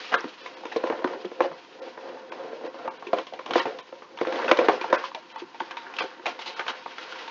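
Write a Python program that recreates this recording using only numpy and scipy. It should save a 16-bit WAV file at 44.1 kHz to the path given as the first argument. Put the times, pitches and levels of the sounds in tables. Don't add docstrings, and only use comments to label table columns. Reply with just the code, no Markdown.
import sys
import numpy as np
from scipy import signal
from scipy.fft import rfft, irfft
from scipy.io import wavfile
from scipy.ndimage import uniform_filter1d

SR = 44100
rng = np.random.default_rng(int(sys.argv[2]) if len(sys.argv) > 2 else 0)


def volts_from_decibels(level):
    exponent = np.asarray(level, float) / 20
    return 10 ** exponent


def wrap_up_sound(samples):
    columns = np.atleast_2d(samples).T
    tamed = np.clip(columns, -1, 1)
    steps = np.round(tamed * 32767).astype(np.int16)
    wavfile.write(sys.argv[1], SR, steps)


N = 321930


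def level(x, db):
    return x * volts_from_decibels(db) / np.sqrt(np.mean(x ** 2) + 1e-18)


def band(x, lo_hz, hi_hz, order=2):
    return signal.sosfilt(signal.butter(order, [lo_hz, hi_hz], "band", fs=SR, output="sos"), x)


def colour(x, points):
    hz, db = np.transpose(points)
    f = np.arange(len(x) // 2 + 1) * SR / len(x) + 1
    gain_db = np.interp(np.log(f), np.log(hz), db)
    return irfft(rfft(x) * volts_from_decibels(gain_db), len(x))


def ring(x, modes, damp=0.89, stretch=0.96, boost_db=0.):
    stretches = stretch * np.ones(len(modes))
    boosts_db = boost_db + np.zeros(len(modes))
    out = 0
    for k, ((hz, width, db), s, b) in enumerate(zip(modes, stretches, boosts_db)):
        r = np.exp(-np.pi * width * damp / SR)
        swing = [1, -2 * r * np.cos(2 * np.pi * hz * s / SR), r * r]
        out = out + (-1) ** k * volts_from_decibels(db + b) * signal.lfilter([1 - r, 0, r - 1], swing, x)
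    return out


def walk(rate):
    k = int(SR / rate)
    held = np.repeat(rng.standard_normal(N // k + 1), k)
    steps = uniform_filter1d(uniform_filter1d(held, k), k)[:N]
    return steps / steps.std()


def slips(rate, spread_db):
    chance, sign = rng.random(N), rng.standard_normal(N)
    size_db = spread_db * np.minimum(rng.exponential(size=N), 3)
    return (chance < rate / SR) * np.sign(sign) * volts_from_decibels(size_db)


# (frequency [Hz], level [dB per Hz])
AIR = [(35, -45), (60, -11), (349, 12.5), (768, -23.5), (940, 14.5), (1330, -13), (4840, -10.5),
       (6420, -20.5), (7550, -43.5), (9820, -81), (16600, -120)]


def still_air():
    return level(colour(rng.standard_normal(N), AIR), -54.5)


def room(x):
    t60_s, tail_db, top_hz = 0.11, -15, 2800
    t = np.arange(int(.4 * SR)) / SR
    noise = band(rng.standard_normal(len(t)), 70, top_hz, order=1)
    tail = noise * 1000 ** (-t / t60_s) * (t > .004)
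    return signal.fftconvolve(x, tail / np.sqrt(np.sum(tail ** 2)))[:N] * volts_from_decibels(tail_db)


# (time [s], level [dB], centre [Hz], ring t60 [s])
CRACKS = [(0.1196, -23.5, 3010, 0.05), (0.1421, -18, 2840, 0.043), (0.4594, -28, 2230, 0.035),
          (0.6524, -33.5, 2660, 0.048), (0.764, -28.5, 4050, 0.056), (1.042, -32, 3960, 0.046),
          (1.252, -33, 3320, 0.036), (1.4043, -33, 2500, 0.036), (2.319, -29, 2490, 0.029),
          (2.8755, -32.5, 2600, 0.04), (3.0689, -27, 2660, 0.048), (3.132, -29.5, 2480, 0.04),
          (3.184, -22.5, 2950, 0.028), (3.267, -32, 3180, 0.058), (3.335, -34.5, 3180, 0.048),
          (3.3896, -33, 2600, 0.036), (3.46, -27, 3110, 0.033), (3.5074, -20.5, 3120, 0.049),
          (3.5346, -18.5, 3250, 0.047), (3.7863, -29.5, 3430, 0.028), (4.1724, -32.5, 2900, 0.033),
          (4.1852, -34.5, 3120, 0.044), (4.2106, -23.5, 2200, 0.035), (4.2693, -28, 2560, 0.03),
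          (4.3233, -27.5, 2610, 0.035), (4.4792, -17, 2640, 0.04), (4.5144, -4.5, 2280, 0.022),
          (4.571, -21, 3280, 0.04), (4.5883, -15, 2530, 0.033), (4.6854, -13.5, 2330, 0.051),
          (4.811, -22.5, 2590, 0.073), (4.8998, -31, 2510, 0.04), (4.9254, -22.5, 2200, 0.03),
          (5.1467, -27.5, 2420, 0.027), (5.5987, -28.5, 2870, 0.04), (5.7094, -27, 2930, 0.035),
          (5.7688, -29, 2470, 0.062), (5.9383, -27, 2600, 0.054), (5.9655, -23.5, 3160, 0.026),
          (5.9854, -15, 2710, 0.062), (6.263, -14, 2600, 0.05), (6.3923, -32, 3730, 0.049),
          (6.4606, -27, 4200, 0.068), (6.5933, -19.5, 2330, 0.027), (6.665, -25.5, 2410, 0.04),
          (6.6802, -19, 3150, 0.04), (6.8575, -36, 2320, 0.036), (6.981, -34, 2200, 0.056)]
# (time [s], level [dB], centre [Hz], ring t60 [s])
REBOUNDS = [(.117, -27, 850, 0.063), (0.15, -24.5, 1324, 0.074), (0.248, -27, 328, .07),
            (0.29, -41, 3130, 0.026), (1.155, -30, 412, 0.073), (1.248, -36, 210, .1),
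            (1.396, -32.5, 566, 0.025), (1.419, -19.5, 550, 0.04), (1.435, -27.5, 790, .04),
            (5.147, -34.5, 3550, 0.021), (1.86, -38, 496, 0.13), (2.075, -39, 500, 0.12),
            (2.14, -34, 514, 0.105), (2.37, -40, 520, 0.053), (2.56, -36.5, 530, 0.073),
            (4.199, -42, 1000, .02), (3.075, -34, 430, .15), (4.33, -41, 556, .15),
            (4.843, -31.5, 950, 0.043), (4.606, -15.5, 550, 0.075), (5.157, -33.5, 640, .08),
            (5.43, -46, 182, .1), (5.607, -31.5, 346, .08), (5.712, -34.5, 1610, .08),
            (5.865, -33, 1610, 0.036), (5.87, -41.5, 375, .1), (6.275, -26, 744, 0.051),
            (6.475, -36, 4100, 0.14), (6.599, -28, 1640, 0.092), (0.2053, -38.5, 5470, 0.0099),
            (.78, -30, 505, .08), (.855, -34.5, 1000, 0.076), (3.1, -39, 430, 0.097), (3.7, -31, 570, .08),
            (4.225, -31, 340, 0.05), (4.645, -28, 560, .06), (.717, -32, 1900, .05), (.832, -30, 900, .02),
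            (1.418, -32.5, 2800, .06), (3.135, -23, 400, .06), (6.03, -30.5, 398, 0.075),
            (4.872, -36, 1000, .03), (1.5, -46, 171, .15)]


def fibres():
    out, t = np.zeros(N + 8192), np.arange(8192) / SR
    rows = [(s, db - 7, hz, t60, 0.2, .0002) for s, db, hz, t60 in CRACKS]
    rows += [(*row, 0.13, .002) for row in REBOUNDS]
    for (s, db, hz, t60, width, rise_s), noise in zip(rows, rng.standard_normal((len(rows), 8192))):
        push = noise * 1000 ** (-t / max(t60, .005)) * (1 - np.exp(-t / rise_s))
        burst = ring(push, [(hz, width * hz, 0)], 0.7, 0.98)
        burst = band(burst, hz / 3, min(1.8 * hz, 7000), order=1)
        loudest = np.sqrt(2 * uniform_filter1d(burst ** 2, size=132).max())
        i = int(s * SR)
        out[i:i + 8192] += burst * volts_from_decibels(db) / loudest
    return out[:N]


# (fastest moment [s], level [dB], speeding up [s], slowing [s])
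SLIDES = [(.28, -36, 0.05, 0.013), (.65, -42.5, .3, 0.44), (.926, -31, 0.27, 0.074),
          (1.153, -32, .25, 0.054), (1.267, -38, 0.061, 0.084), (1.441, -22, 0.043, 0.05),
          (1.51, -34.5, 0.052, 0.072), (1.87, -38.5, 0.2, 0.32), (2.089, -33.5, 0.072, 0.15),
          (2.428, -34.5, 0.32, 0.24), (2.54, -42, 0.18, 0.043), (2.654, -32.5, .06, 0.093),
          (2.78, -34.5, 0.08, 0.14), (2.861, -40.5, 0.11, .22), (3.11, -43, .2, .05),
          (3.178, -26.5, 0.057, 0.06), (3.332, -37.5, 0.014, 0.082), (3.498, -31, 0.038, 0.18),
          (3.666, -23.5, 0.014, 0.079), (3.757, -48, .08, .13), (4.334, -28, 0.067, 0.34),
          (4.456, -29, 0.062, 0.2), (4.731, -26.5, 0.4, 0.061), (4.909, -23.5, 0.025, 0.043),
          (5.19, -53, 0.12, 0.033), (5.428, -47, 0.042, 0.1), (5.633, -49, 0.079, 0.3),
          (6.04, -32.5, 0.069, 0.027), (6.26, -40, 0.12, 0.28)]
# (fastest moment [s], level [dB], speeding up [s], slowing [s])
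SCRAPES = [(.132, -24.5, 0.017, 0.083), (.2, -38, 0.033, 0.052), (.926, -38.5, 0.14, 0.075),
           (2.861, -44, 0.043, 0.2), (3.533, -33, 0.031, 0.088), (3.606, -25, 0.068, 0.025),
           (4.206, -37.5, 0.021, .25), (4.424, -28.5, 0.095, .05), (4.495, -25.5, 0.0099, 0.054),
           (4.6, -31, 0.15, 0.34), (4.809, -40.5, .1, 0.1), (4.94, -19.5, 0.011, .03),
           (4.975, -32, 0.023, 0.09), (5.4, -45.5, 0.15, 0.087), (5.75, -44, 0.19, 1),
           (6.024, -33, 0.023, .02), (6.272, -34, 0.019, 0.059), (6.374, -55, 0.12, 0.27),
           (6.62, -37.5, 0.092, 0.033), (6.698, -33, 0.029, 0.054), (6.73, -46.5, 0.022, 0.31),
           (7.06, -44.5, 0.21, 1)]
# (fastest moment [s], level [dB], speeding up [s], slowing [s])
BRUSHES = [(.003, -36.5, 0.13, 0.19), (.29, -47, 0.51, 0.89), (.7, -45.5, 0.14, 0.11),
           (.865, -41, 0.046, .06), (1.415, -40, 0.018, 0.046), (1.644, -52.5, 0.26, 0.062),
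           (1.87, -48.5, 0.055, 0.1), (3.56, -28.5, 0.021, 0.094), (4.225, -43, 0.024, 0.028),
           (4.38, -42.5, 0.056, .05), (4.7, -38, .03, 0.099), (5.05, -42, 0.3, 0.11),
           (5.3, -46, 0.011, .05), (5.4, -42, 0.052, 0.036), (5.633, -54, .17, .2),
           (6.0, -27.5, 0.034, 0.043), (6.29, -34.5, 0.043, 0.034), (6.395, -38, 0.0049, .04),
           (6.422, -33.5, 0.018, 0.02), (6.46, -42, 0.0054, .04), (6.477, -36, 0.035, 0.12),
           (6.579, -40.5, .05, 0.045), (6.698, -34, 0.032, 0.027), (6.88, -42.5, 0.016, 0.018),
           (7.12, -41.5, 0.035, 0.059), (7.29, -40.5, 1, 0.22)]


def strokes(t):
    # (panel [dB], edge [dB], hiss [dB])
    slide, scrape, brush, grip = (0, -11, -17), (-4, 0, -9.5), (-9.5, -14, 0), (-66, -57.5, -53)
    pause_db = -4 * ((t > 3.83) & (t < 4.165))
    power = volts_from_decibels(np.array(grip)[:, None] + pause_db) ** 2
    for rows, shares_db in [(SLIDES, slide), (SCRAPES, scrape), (BRUSHES, brush)]:
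        speed = 0
        for s, db, rise, fall in rows:
            away = np.maximum((s - t) / rise, (t - s) / fall)
            speed = speed + volts_from_decibels(db - 15 * away) ** 2
        power = power + volts_from_decibels(np.array(shares_db))[:, None] ** 2 * speed
    return 10 * np.log10(power)


def easing(t, dip_db=-2.0, hold_s=0.15):
    onsets = [s for s, *_, rattle_db in blows() if rattle_db < -4.5]
    onsets = np.array(onsets + [t[-1] + 1])
    until = onsets[np.searchsorted(onsets, t)] - t
    return volts_from_decibels(dip_db * np.exp(-until / hold_s))


# (frequency [Hz], width [Hz], level [dB])
PANEL = [(230, 340, -15), (294.7, 138, 2), (348.2, 37.8, 6), (490, 90, -4), (566, 17, 0.5),
         (754, 250, -10.5)]
# (frequency [Hz], width [Hz], level [dB])
EDGE = [(862, 203, -7.5), (980.4, 93.4, 6), (1080, 153, 4.5), (1200, 167, 1.5), (1460, 117, 3),
        (1553, 302, 1), (2090, 1300, -13.5)]
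# (frequency [Hz], width [Hz], level [dB])
RIM = [(2110, 120, -12), (2870, 100, 2), (2870, 240, -0.5), (3640, 69, 7.5), (4140, 240, -7.5),
       (4690, 160, 4), (5420, 89, -13)]
# (frequency [Hz], level [dB per Hz])
HISS = [(880, 1), (1500, 3), (2220, 1), (2590, 2.5), (3760, -1.5), (4670, -7), (5280, -7), (6460, -16),
        (7550, -14), (9820, -40.5), (16600, -120)]


def rubbing():
    t = np.arange(N) / SR
    coarse = t[::44]
    panel_db, edge_db, hiss_db = (np.interp(t, coarse, c) for c in strokes(coarse))
    pressure = walk(30)
    drive = slips(900, 3.0) * volts_from_decibels(2.4 * pressure)
    bend = .5 + .5 * np.tanh(4.3 * uniform_filter1d(pressure[::-1], size=2000))

    def bent(x, modes, damp, db=0.):
        return ring(x * bend, modes, damp, 0.9276, db) + ring(x * (1 - bend), modes, damp, 0.96, db)

    side_walls_db = np.array([-10.5, -12.5, -10.5, -2.5, 1.5, -2])
    panel = level(band(bent(drive, PANEL, 0.96, side_walls_db), 200, 990), -0.84)

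    scratch = drive + slips(1500, 3.7)
    hollow_db = np.where(t > 5.03, -1, -8)
    hollow = level(ring(scratch, [(945, 45, 0)]), 0) * volts_from_decibels(2 * walk(12) + hollow_db)
    edge = level(band(bent(scratch, EDGE, 1.64), 560, 2000), -0.12) * volts_from_decibels(walk(50)) + hollow

    skin = level(slips(2500, 3.0), 0) + rng.standard_normal(N)
    hiss = level(band(colour(skin, HISS), 700, 9500), -3)
    hiss = hiss + level(band(bent(skin, RIM, 1.3), 1800, 6500), -8)
    rasp = hiss * volts_from_decibels(hiss_db + 1.6 * pressure + 1.5 * walk(70))
    return easing(t) * (panel * volts_from_decibels(panel_db) + edge * volts_from_decibels(edge_db) + rasp)


# (time [s], peak level [dB], centre [Hz], width [Hz])
STRIKES = [
    (0.1411, -4.5, 1266, 350),
    (1.043, -16, 900, 400),
    (1.4053, -7, 740, 350),
    (3.556, -9, 800, 400),
    (4.5133, -2.5, 1260, 500),
    (4.927, -9.5, 900, 400),
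    (6.594, -20, 1600, 800),
    (6.681, -20, 1800, 900),
]


def strikes():
    out, tap = np.zeros(N), np.arange(1024) == 0
    for s, db, hz, width in STRIKES:
        shock = band(ring(1. * tap, [(hz, width, 0)], 0.85, 0.96), 150, 2.4 * hz)
        i = int(s * SR)
        out[i:i + 1024] -= shock * volts_from_decibels(db) / np.abs(shock).max()
    return out


# (time [s], struck spot [Hz], level [dB], edge over panel [dB])
THUDS = [(.143, 1645, -13, 10), (.634, 815, -34, 15), (1.02, 677, -30.5, -2), (1.044, 314, -16.5, -3.5),
         (1.133, 590, -32, 2), (1.406, 542, -14.5, -3), (1.447, 566, -23, -20), (1.514, 685, -33.5, 2),
         (1.975, 530, -35, 4), (2.171, 910, -38, 15), (2.368, 530, -42, -24), (2.528, 575, -33.5, -10),
         (2.639, 552, -29, -17), (2.742, 533, -38, -1), (2.853, 558, -31, -8), (2.877, 935, -25.5, 3),
         (3.557, 518, -12, -6), (5.039, 1064, -23.5, 30), (3.669, 450, -26.5, -24), (4.615, 553, -17, -18),
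         (4.694, 782.5, -14.5, 4.5), (4.842, 950, -25.5, 5), (5.116, 1010, -35.5, 18),
         (6.195, 326, -40, -2), (6.665, 1210, -32, 4), (6.86, 977, -30.5, 3), (7.123, 1460, -34, 12)]
# (time [s], struck spot [Hz], level [dB], edge over panel [dB])
TAPS = [(.123, 690, -26, -5.5), (4.48, 1480, -24.5, 16.5), (.241, 308, -28.5, -6), (.715, 790, -43.5, 5),
        (.838, 527, -19, -7), (.871, 567, -28, 7), (.899, 490, -19.5, -5), (.926, 820, -24.5, -27),
        (.99, 473, -34, -1), (1.074, 487, -30, 6.5), (1.315, 490, -33.5, -5), (2.321, 560, -30.5, 4.5),
        (2.61, 497, -36, -6), (3.024, 960, -35, -3), (3.131, 703, -13, -7.5), (3.323, 694, -33.5, -33),
        (3.336, 783, -33.5, 1.5), (3.391, 550, -32, 2), (3.925, 560, -33, -8), (4.021, 1174, -39.5, 2.5),
        (4.212, 490, -17.5, -8), (4.249, 457, -27, 8), (4.39, 990, -27, 7), (4.489, 1560, -20, 16),
        (4.588, 524, -12.5, -6), (4.684, 425, -11.5, -1), (4.927, 574, -12, -1), (5.359, 926, -30.5, 26),
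        (5.603, 935, -23.5, 15)]
# (time [s], struck spot [Hz], level [dB], edge over panel [dB])
SNAPS = [(.46, 1043, -34, 8), (.569, 335, -42.5, 4), (.653, 483, -32, -1), (.723, 860, -31.5, 22),
         (.761, 484, -17.5, -10.5), (1.247, 378, -24.5, -14), (3.068, 390, -32, -6),
         (3.185, 1090, -30.5, 15), (3.269, 1080, -42.5, 0), (3.462, 1080, -33, -1),
         (3.508, 1020, -24.5, -4), (3.535, 1620, -26, 2.5), (3.58, 1040, -24.5, 8),
         (3.655, 930, -22.5, -7.5), (3.789, 1080, -37.5, -0.5), (4.173, 956, -39.5, 13),
         (4.187, 996, -35, 9), (4.27, 521, -24, -8), (4.324, 980, -29.5, 3.5), (4.358, 516, -29.5, 16),
         (4.444, 523, -29.5, -1), (4.48, 563, -25, -7.5), (4.514, 567, -8.5, -7.5), (4.571, 726, -30, 22),
         (4.812, 358, -28, 3.5), (4.9, 566, -35.5, -6)]
# (time [s], struck spot [Hz], level [dB], edge over panel [dB])
TICKS = [(5.147, 970, -32.5, 2.5), (5.229, 980, -55, 7), (5.419, 363, -31, -16), (5.545, 950, -41.5, -1),
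         (5.689, 1200, -50, 26), (5.709, 977, -34.5, 5), (5.769, 966, -30.5, 33), (5.832, 940, -44, 3),
         (5.937, 840, -39.5, 25), (5.966, 1560, -41.5, -3), (5.986, 1690, -27.5, 14),
         (6.007, 1065, -24.5, 6), (6.257, 830, -23, 16.5), (6.265, 678, -27, -1), (6.39, 905, -35, 9),
         (6.461, 925, -40, 16), (6.566, 1550, -41, 31), (6.594, 1240, -27.5, 2), (6.681, 1330, -26.5, 11),
         (6.982, 1460, -32.5, 9), (7.029, 1330, -52, 12), (7.157, 1020, -38, 24), (7.278, 950, -34, 20)]


def blows():
    # (crack over edge [dB], rattle after a middling -28 dB blow [dB])
    thud, tap, snap, tick = (-16.5, -9.5), (-10, -7.5), (-3, -8.5), (-3, -10)
    out = []
    for rows, (crack_db, rattle_db) in [(THUDS, thud), (TAPS, tap), (SNAPS, snap), (TICKS, tick)]:
        for s, hz, db, over in rows:
            panel_db, edge_db = db - max(over, 0), db + min(over, 0)
            out.append((s, hz, panel_db, edge_db, edge_db + crack_db, rattle_db - 0.27 * (db + 28)))
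    return sorted(out)


def knocks():
    out, t = np.zeros(N + 8192), np.arange(8192) / SR
    push = t / .0001 * np.exp(-t / .0001)
    chance = rng.standard_normal((len(blows()), 8192 + 16))
    for (s, hz, panel_db, edge_db, crack_db, rattle_db), c in zip(blows(), chance):
        noise, detune = c[:8192], 1 + .018 * c[8192:]
        grit = noise[::-1] * volts_from_decibels(2.0 * np.repeat(noise[:64], 128))
        rattle = volts_from_decibels(min(rattle_db, -3)) * grit * np.exp(-t / 0.039) * (1 - np.exp(-t / 0.0005))
        chatter = noise * np.exp(-t / 0.0026) * (1 - np.exp(-t / 0.00096))
        sharpness = 5 * volts_from_decibels(max(-rattle_db - 12, 0))
        blow = sharpness * push + chatter + .45 * rattle

        def near(modes):
            return -12 * np.abs(np.log2(np.array(modes)[:, 0] / hz))

        spot = ring(blow, [(hz, 35 + hz / 25, 6)])
        panel = ring(blow, PANEL, 1.14, detune[:len(PANEL)], near(PANEL))
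        panel = band(panel + 0.83 * spot * (hz < 780), 71, 1100)
        edge = ring(blow, EDGE, 1.58, detune[-len(EDGE):], 0.88 * near(EDGE))
        edge = band(edge + spot * (hz >= 780), 710, 2300)
        snap = 3.5 * push + chatter + .5 * rattle
        rim = ring(snap, RIM, 6., detune[:len(RIM)] ** 3, 2.3 * noise[:len(RIM)])
        crack = band(0.86 * snap + .6 * rim, 1700, 4200)
        i = int(s * SR)
        for part, db, window in [(panel, panel_db, 176), (edge, edge_db, 110), (crack, crack_db, 66)]:
            out[i:i + 8192] += part * volts_from_decibels(db) / np.sqrt(uniform_filter1d(part ** 2, window).max())
    return out[:N]


def scene():
    box = knocks() + strikes() + rubbing()
    return (box + room(box) + still_air() + fibres())[None]


# (time [s], length [s], tones kept up to [Hz])
GAPS = [(.16, .018, 4200), (.42, .008, 6000), (.551, .01, 5600), (1.535, .008, 6500), (1.803, .013, 2000),
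        (2.302, .01, 3400), (2.684, .01, 6500), (2.891, .014, 2900), (2.981, .01, 4500),
        (3.604, .006, 4600), (3.816, .006, 4000), (4.966, .01, 3400), (5.33, .011, 4400),
        (5.367, .011, 4800), (6.007, .012, 5100), (6.546, .012, 4700)]


def lost_frames(x):
    out = x.copy()
    for s, length, keep_hz in GAPS:
        i, n = int((s - .006) * SR), int((length + .012) * SR)
        lines, f = rfft(x[i:i + n]), np.arange(n // 2 + 1) * SR / n
        strong = np.abs(lines) > 1.55 * uniform_filter1d(np.abs(lines), size=21)
        change = np.where(strong, .5, -.9)
        change = np.where(f < 1400, 0, change)
        change = np.where(f > keep_hz, -.85, change)
        out[i:i + n] += irfft(lines * change, n) * signal.windows.tukey(n, .5)
    return out


def roll_off(x):
    return signal.sosfilt(signal.butter(12, 7700, fs=SR, output="sos"), x)


def record(dry):
    x = signal.sosfilt(signal.butter(1, 207, "high", fs=SR, output="sos"), dry[0])
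    x = x + level(band(rng.standard_normal(N), 4500, 9000), -69.5)
    x = signal.sosfilt(signal.butter(16, 6706, fs=SR, output="sos"), lost_frames(x))
    return roll_off(np.clip(x, -.98, .98)[None])


dry = scene()
out = record(dry)
wrap_up_sound(out)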